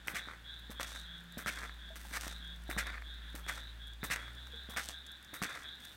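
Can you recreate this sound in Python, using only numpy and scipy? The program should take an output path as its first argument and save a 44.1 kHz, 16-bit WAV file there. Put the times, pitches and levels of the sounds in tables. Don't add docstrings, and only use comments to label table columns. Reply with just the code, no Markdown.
import sys
import numpy as np
from scipy import signal
from scipy.fft import rfft, irfft
from scipy.io import wavfile
from scipy.ndimage import uniform_filter1d

SR = 44100
rng = np.random.default_rng(int(sys.argv[2]) if len(sys.argv) > 2 else 0)


def unload_audio(sound):
    columns = np.transpose(np.atleast_2d(sound))
    steps = np.round(np.clip(columns, -1, 1) * 32767)
    wavfile.write(sys.argv[1], SR, steps.astype(np.int16))


N = 262836
STEP_S = .658
SOLE_HZ = 1661

# start_s, thud_db, thud_hz, click_db, sole_db, grit_db
HEEL_STRIKES = [(0.066, -47, 200, -55, -41, -43.5), (.697, -39, 221, -48, -51, -50.5),
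                (1.372, -34.5, 234, -48, -43, -45), (2.051, -45.5, 850, -57, -75, -77),
                (2.692, -33.5, 339, -46, -40.5, -44.5), (3.345, -40.5, 300, -51, -48, -47),
                (4.031, -32, 193.3, -27, -39.5, -41), (4.689, -39.5, 226, -48, -49, -49.5),
                (5.332, -41, 317, -46, -43.5, -45)]
# start_s, thud_db, thud_hz, clack_db, clack_hz, crunch_rise_s, crunch_s, sole_db, grit_db
SOLE_SLAPS = [(0.137, -42.5, 183, -51, 1650, 0.011, 0.043, -40, -46),
              (0.7982, -46, 560, -24.5, 1460, 0.0066, 0.041, -44.5, -47.5),
              (1.4614, -36.5, 193, -22.5, 1460, 0.0057, 0.028, -36.5, -42.5),
              (2.112, -49, 250, -38, 1500, .02, 0.056, -42, -45.5),
              (2.765, -33.5, 195, -33, 1256, 0.014, 0.033, -36, -42),
              (3.465, -50, 394, -34, 1800, 0.016, 0.037, -39.5, -47),
              (4.102, -41, 170.4, -24.5, 1758, .006, 0.034, -35.5, -40),
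              (4.764, -46.5, 235, -26, 1950, 0.0046, .034, -37.5, -43),
              (5.418, -32, 193, -24.5, 1340, 0.0062, 0.022, -42, -41.5)]
# start_s, length_s, sole_db, grit_db
FOOT_ROLLS = [(0.205, 0.19, -58, -70), (0.861, 0.15, -54.5, -54), (1.5, 0.16, -50, -54.5),
              (2.193, .14, -53.5, -53), (2.821, 0.14, -46, -63), (3.515, 0.083, -52.5, -55),
              (4.148, 0.15, -50, -64), (4.809, 0.11, -59.5, -51), (5.446, 0.17, -46.5, -56.5)]
# start_s, thud_db, sole_db
TOE_PUSHES = [(0.274, -40, -50), (1.578, -65, -48.5), (2.267, -36, -63), (4.889, -44, -68)]
# start_s, length_s, sole_db, grit_db
SHOE_SKIMS = [(1.956, 0.019, -52, -51.5), (1.97, 0.21, -59, -57), (5.794, 0.113, -69.5, -60)]
# start_s, sole_db, sole_hz, tick_db
GRAIN_CRACKS = [(0.0826, -18.5, 2060, -48), (0.286, -29, 1400, -57), (.831, -35, 1710, -19),
                (.999, -49, 1700, -35), (1.695, -32, 1600, -53), (2.176, -33, 1743, -47),
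                (2.211, -54, 1700, -21.5), (2.28, -44, 1720, -22.5), (2.7123, -24.5, 1880, -31),
                (2.79, -22.5, 1730, -19), (2.87, -39, 1700, -27.5), (2.981, -33, 1623, -60),
                (3.022, -34, 1670, -60), (3.492, -44, 1636, -24.5), (4.161, -23, 1967, -22.5),
                (4.471, -42, 1500, -37), (4.779, -31, 1310, -29), (4.888, -50, 2010, -20),
                (5.436, -22, 1800, -21.5)]
# frequency_hz, level_db
SOLE_SPECTRUM = [(100, -13.5), (220, -9), (420, -6.5), (650, -3.5), (900, -4.5), (1150, 1), (1400, 4.5),
                 (1750, 4.5), (2100, 1), (2500, -4), (3100, -26), (4500, -10), (7000, -51)]
# frequency_hz, level_db
GRIT_SPECTRUM = [(1500, -11), (3000, 3), (4300, 3.5), (5000, 0), (6000, 3), (7000, -1), (8600, 2),
                 (10400, -7), (11300, -3), (13000, -7), (16000, -11)]
# start_s, voice, level_db
FROG_CALLS = [(.125, "near", -49), (.435, "near", -48.5), (.58, "middle", -56), (.735, "low", -48.5),
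              (.89, "high", -51), (1.04, "low", -49.5), (1.275, "high", -58), (1.424, "low", -52.5),
              (1.62, "middle", -56), (1.775, "low", -52), (2.24, "high", -52), (2.39, "low", -48),
              (2.651, "high", -52.5), (2.78, "middle", -51.5), (3.029, "near", -51), (3.205, "middle", -55),
              (3.42, "low", -50), (3.55, "high", -52.5), (3.781, "low", -51), (3.995, "high", -52),
              (4.15, "low", -52), (4.34, "middle", -52.5), (4.495, "near", -48.5), (4.68, "middle", -51),
              (4.862, "near", -49), (5.035, "middle", -51), (5.27, "high", -54.5), (5.42, "middle", -51.5),
              (5.615, "near", -47.5), (5.79, "middle", -53.5)]
FROG_VOICES = {"near": (3240, 560, .18), "low": (3276, 220, .18), "middle": (3380, 353, .165),
               "high": (3580, 350, .19)}
# start_s, pitch_hz, level_db, t60_s
FAINT_PLOPS = [(1.904, 650, -47.5, 0.13), (4.534, 466, -52, .16)]
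# time_s, firing_hz, level_db
ENGINE_FIRING = [(0.0, 56.8, -57), (0.38, 57.3, -57.5), (0.73, 57.6, -50.5), (1.03, 56.7, -52),
                 (1.28, 57.2, -59.5), (1.56, 56.7, -50.5), (2.69, 56.54, -49.5), (2.79, 57.8, -46.5),
                 (2.87, 56.3, -47.5), (3.12, 56.44, -46.5), (4.12, 56.1, -49), (4.5, 63.3, -52),
                 (4.98, 63.8, -55.5), (5.51, 62.4, -70.5), (5.66, 64, -61), (5.96, 61.1, -65)]
# time_s, second_db, third_db
ENGINE_HARMONICS = [(0.0, -66, -69), (0.56, -68.5, -75.5), (0.94, -74, -66.5), (1.36, -81, -62.5),
                    (4.0, -68, -72), (4.28, -61, -86), (4.68, -74.5, -70), (5.96, -78, -86)]
# frequency_hz, level_db
AIR_SPECTRUM = [(20, 8.5), (40, -11.5), (75, -7.5), (130, -5), (240, -4.5), (430, -14), (1000, -12.5),
                (2300, -14), (2900, -14), (4300, -17), (5200, -23), (8500, -25.5), (10500, -28),
                (16000, -28.5)]


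def footsteps():
    path = gravel()
    return heels(path) + slaps(path) + rolls(path) + toes(path) + skims(path) + cracks() + ticks()


def heels(path, bite_lag_s=.004):
    out = np.zeros(N)
    for s, thud_db, thud_hz, click_db, sole_db, grit_db in HEEL_STRIKES:
        add(out, s, thud(thud_db, thud_hz, t60=.028))
        add(out, s, snap(s, click_db, sole_hz=1700, tick_db=click_db - 18))
        bite = scuff(path, s, sole_db, grit_db, length_s=.013, sole_hz=1600,
                     top_db=10, focus=.91, rise_s=.004, fall_s=.031)
        add(out, s + bite_lag_s, bite)
    return out


def slaps(path):
    out = np.zeros(N)
    for s, thud_db, thud_hz, clack_db, clack_hz, rise_s, length_s, sole_db, grit_db in SOLE_SLAPS:
        add(out, s, thud(thud_db, thud_hz, t60=.067))
        add(out, s, snap(s, clack_db, clack_hz, tick_db=clack_db - 7))
        crunch = scuff(path, s, sole_db, grit_db, length_s, sole_hz=1830,
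                       top_db=.5, focus=1.59, rise_s=rise_s, fall_s=.015, ease_db=3.5)
        add(out, s + rise_s / 2, crunch)
    return out


def rolls(path):
    out = np.zeros(N)
    for s, length_s, sole_db, grit_db in FOOT_ROLLS:
        crackle = scuff(path, s, sole_db, grit_db, length_s, sole_hz=1650, top_db=-2, focus=1.12,
                        rise_s=.0066, fall_s=.037, ease_db=7, coarse_share=.22, dense_from_db=-46)
        add(out, s, crackle)
    return out


def toes(path):
    out = np.zeros(N)
    for s, thud_db, sole_db in TOE_PUSHES:
        add(out, s, thud(thud_db, hz=330, t60=.015))
        scrape = scuff(path, s, sole_db, grit_db=sole_db - 17, length_s=.024, sole_hz=1500,
                       top_db=-13, focus=.85, rise_s=.0085, fall_s=.022)
        add(out, s, scrape)
    return out


def skims(path):
    out = np.zeros(N)
    for s, length_s, sole_db, grit_db in SHOE_SKIMS:
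        brush = scuff(path, s, sole_db, grit_db, length_s, sole_hz=1700,
                      top_db=6, focus=1.3, rise_s=.098 * length_s, fall_s=.46 * length_s)
        add(out, s, brush)
    return out


def cracks():
    out = np.zeros(N)
    for s, sole_db, sole_hz, tick_db in GRAIN_CRACKS:
        add(out, s, snap(s, sole_db, sole_hz, tick_db))
    return out


def ticks(count=90, decay_s=.0032):
    out, t = np.zeros(N), np.arange(SR // 60) / SR
    for when, pitch, smallness in rng.random((count, 3)):
        burst = rng.standard_normal(len(t)) * np.exp(-t / decay_s)
        tick = band(burst, hz=5000 + 7000 * pitch, width_hz=6100, order=1)
        peak_db = -57 - 3 * np.log(smallness + .0058)
        add(out, when * N / SR, undb(peak_db) * tick / np.abs(tick).max())
    return out


def thud(db, hz, t60, knock_ratio=1.87, knock_t60=.021):
    t = np.arange(SR // 8) / SR
    swing = np.sin(2 * np.pi * hz * t) * 1000 ** (-t / t60)
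    knock = np.sin(2 * np.pi * knock_ratio * hz * t) * 1000 ** (-t / knock_t60)
    dirt = unit(band(rng.standard_normal(len(t)), hz=507, width_hz=510))
    crush = dirt * 1000 ** (-t / (2 * t60))
    return undb(db) * (swing + undb(-5) * knock + undb(-12) * crush)


def snap(s, sole_db, sole_hz, tick_db, crumble_s=.0023):
    t = np.arange(SR // 80) / SR
    push = .076 * rng.standard_normal(len(t)) * np.exp(-t / crumble_s)
    push[0] = 1
    ring = signal.fftconvolve(push, sole_response(s, sole_hz, focus=1))
    tick = signal.fftconvolve(push, response(GRIT_SPECTRUM))
    return undb(sole_db - 1) * ring / np.abs(ring).max() + undb(tick_db - 1) * tick / np.abs(tick).max()


def scuff(path, s, sole_db, grit_db, length_s, sole_hz, top_db, focus, rise_s, fall_s,
          ease_db=0, coarse_share=.57, dense_from_db=-44):
    t = np.arange(int((length_s + 5 * fall_s) * SR)) / SR
    pressure = np.minimum(t / rise_s, 1) * undb(-ease_db * t / length_s)
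    pressure *= np.exp(-np.maximum(t - length_s, 0) / fall_s)
    at = np.minimum(int(s * SR) + np.arange(len(t)), N - 1)
    sparse, dense, fine, slipping = (layer[at] for layer in path)
    coarse = unit(sparse + undb(sole_db - dense_from_db) * dense) * slipping
    crackle = np.sqrt(coarse_share) * coarse + np.sqrt(1 - coarse_share) * fine
    sand_spectrum = [(f, db + top_db * np.clip(np.log2(f / 7000), 0, 1)) for f, db in GRIT_SPECTRUM]
    ring = signal.fftconvolve(pressure * coarse, sole_response(s, sole_hz, focus))
    hiss = signal.fftconvolve(pressure ** 1.23 * crackle, response(sand_spectrum))
    crunch = undb(sole_db) * ring / np.linalg.norm(ring) + undb(grit_db) * hiss / np.linalg.norm(hiss)
    return np.sqrt(length_s * SR) * crunch


def sole_response(s, hz, focus, hollow_db=4.5, hollow_hz=800):
    foot = 1 if int(s / STEP_S) % 2 else -1
    spectrum = [(f, db * focus + foot * hollow_db * np.exp(-2 * np.log2(f / hollow_hz) ** 2))
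                for f, db in SOLE_SPECTRUM]
    return response(spectrum, shift=hz / SOLE_HZ)


def gravel(stutter_db=1.5, patchy_db=3):
    slipping = undb(stutter_db * walk(260) + patchy_db * walk(70))
    sparse = grains(rate=380, spread_db=3.5)
    dense = rng.standard_normal(N)
    fine = grains(rate=3500, spread_db=7.5)
    return sparse, dense, fine, slipping


def frogs(pitch_ratio, pulse_hz=160, throat_width_hz=260, strain=.36, jitter=.03, low_hz=1630):
    out, ring_t = np.zeros(N), np.arange(SR // 100) / SR
    low_tone = undb(-7) * np.sin(2 * np.pi * low_hz * ring_t)
    for s, voice, db in FROG_CALLS:
        from_hz, rise_hz, length_s = FROG_VOICES[voice]
        timing, sizes, detunes = rng.standard_normal((80, 3)).T
        ring = ring_t * np.exp(-np.pi * (throat_width_hz + strain * abs(rise_hz)) * ring_t)
        hurry = (1 + rise_hz / from_hz) ** (np.arange(len(timing)) / (pulse_hz * length_s) - .5)
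        rattle_hz = pulse_hz * (1 + .04 * timing[0])
        times = np.cumsum((1 + jitter * timing) / hurry) / rattle_hz
        call = np.zeros(int(length_s * SR) + len(ring))
        for t, size, detune in zip(times[times < length_s], sizes, detunes):
            progress = t / length_s
            hz = pitch_ratio * (from_hz + rise_hz * progress ** .88) * (1 + .007 * detune)
            throat = np.sin(2 * np.pi * hz * ring_t) + low_tone
            swell = np.sin(np.pi * progress ** .72) ** .73
            add(call, t, swell * undb(2 * size) * throat * ring)
        add(out, s, undb(db) * unit(call))
    return band(out, hz=3714, width_hz=827, order=5) + band(out, low_hz, width_hz=250, order=1)


def plops(rise_s=.001):
    out, t = np.zeros(N), np.arange(SR // 5) / SR
    for s, hz, db, t60 in FAINT_PLOPS:
        envelope = (1 - np.exp(-t / rise_s)) * 1000 ** (-t / t60)
        add(out, s, undb(db) * np.sin(2 * np.pi * hz * t) * envelope)
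    return out


def chorus():
    pulses = grains(rate=2500, spread_db=2) * undb(2 * walk(9))
    high = undb(-64) * unit(band(pulses, hz=3500, width_hz=420))
    low = undb(-63) * unit(band(pulses, hz=1630, width_hz=480))
    return high + low


def engine(waver_db=1.03):
    firing_hz, first_db = curves(ENGINE_FIRING)
    second_db, third_db = curves(ENGINE_HARMONICS)
    phase = 2 * np.pi * np.cumsum(firing_hz * (1 + .001 * walk(4.8))) / SR
    return sum(np.sqrt(2) * undb(db + waver_db * k * walk(4.6)) * np.sin(k * phase)
               for k, db in enumerate((first_db, second_db, third_db), 1))


def night_air(level_db=-59.5, wander_db=.7):
    noise = rng.standard_normal(N + 4095)
    air = signal.fftconvolve(noise, response(AIR_SPECTRUM, size=4096), "valid")[:N]
    return undb(level_db + wander_db * walk(5.5)) * unit(air)


def outdoors(direct, wet_db, t60, dull_hz, build_s=.0017):
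    t = np.arange(SR // 2) / SR
    tail = rng.standard_normal(len(t)) * 1000 ** (-t / t60) * (1 - np.exp(-t / build_s))
    lowpass = signal.butter(1, dull_hz, fs=SR, output="sos")
    tail = signal.sosfilt(lowpass, tail / np.linalg.norm(tail))
    return direct + undb(wet_db) * signal.fftconvolve(direct, tail)[:N]


def undb(db):
    return 10 ** (np.asarray(db) / 20)


def unit(x):
    return x / np.sqrt(np.mean(x ** 2) + 1e-18)


def add(out, s, x):
    i = max(int(s * SR), 0)
    out[i:i + len(x)] += x[:max(len(out) - i, 0)]


def curves(rows):
    s, *columns = np.transpose(rows)
    return [np.interp(np.arange(N) / SR, s, c) for c in columns]


def walk(rate):
    k = int(SR / rate)
    return unit(uniform_filter1d(uniform_filter1d(np.repeat(rng.standard_normal(N // k + 1), k), k), k)[:N])


def response(points, shift=1, size=1024):
    hz, db = np.transpose(points)
    f = np.maximum(np.fft.rfftfreq(size, 1 / SR), 1)
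    cepstrum = irfft(np.log(undb(np.interp(np.log(f), np.log(hz * shift), db))))
    cepstrum[1:size // 2] *= 2
    cepstrum[size // 2 + 1:] = 0
    h = irfft(np.exp(rfft(cepstrum)))
    return h / np.linalg.norm(h)


def band(x, hz, width_hz, order=2):
    edges = np.clip([hz - width_hz / 2, hz + width_hz / 2], 10, SR / 2 - 100)
    return signal.sosfilt(signal.butter(order, edges, "band", fs=SR, output="sos"), x)


def grains(rate, spread_db):
    size = undb(spread_db * np.minimum(rng.exponential(size=N), 3.5))
    return unit((rng.random(N) < rate / SR) * rng.choice([-1, 1], N) * size)


def scene():
    steps = outdoors(footsteps(), wet_db=-11, t60=.33, dull_hz=2200)
    calls = frogs(pitch_ratio=.985) + undb(-7) * frogs(pitch_ratio=1.07)
    far_calls = undb(-4) * outdoors(calls, wet_db=-3, t60=.14, dull_hz=7000)
    return (steps + far_calls + plops() + chorus() + engine() + night_air())[None]


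def record(dry, bass_hz=33, top_hz=15900):
    bass_cut = signal.butter(3, bass_hz, "high", fs=SR, output="sos")
    top_cut = signal.ellip(10, .2, 70, top_hz, fs=SR, output="sos")
    return signal.sosfilt(top_cut, signal.sosfilt(bass_cut, dry))


dry = scene()
out = record(dry)
unload_audio(out)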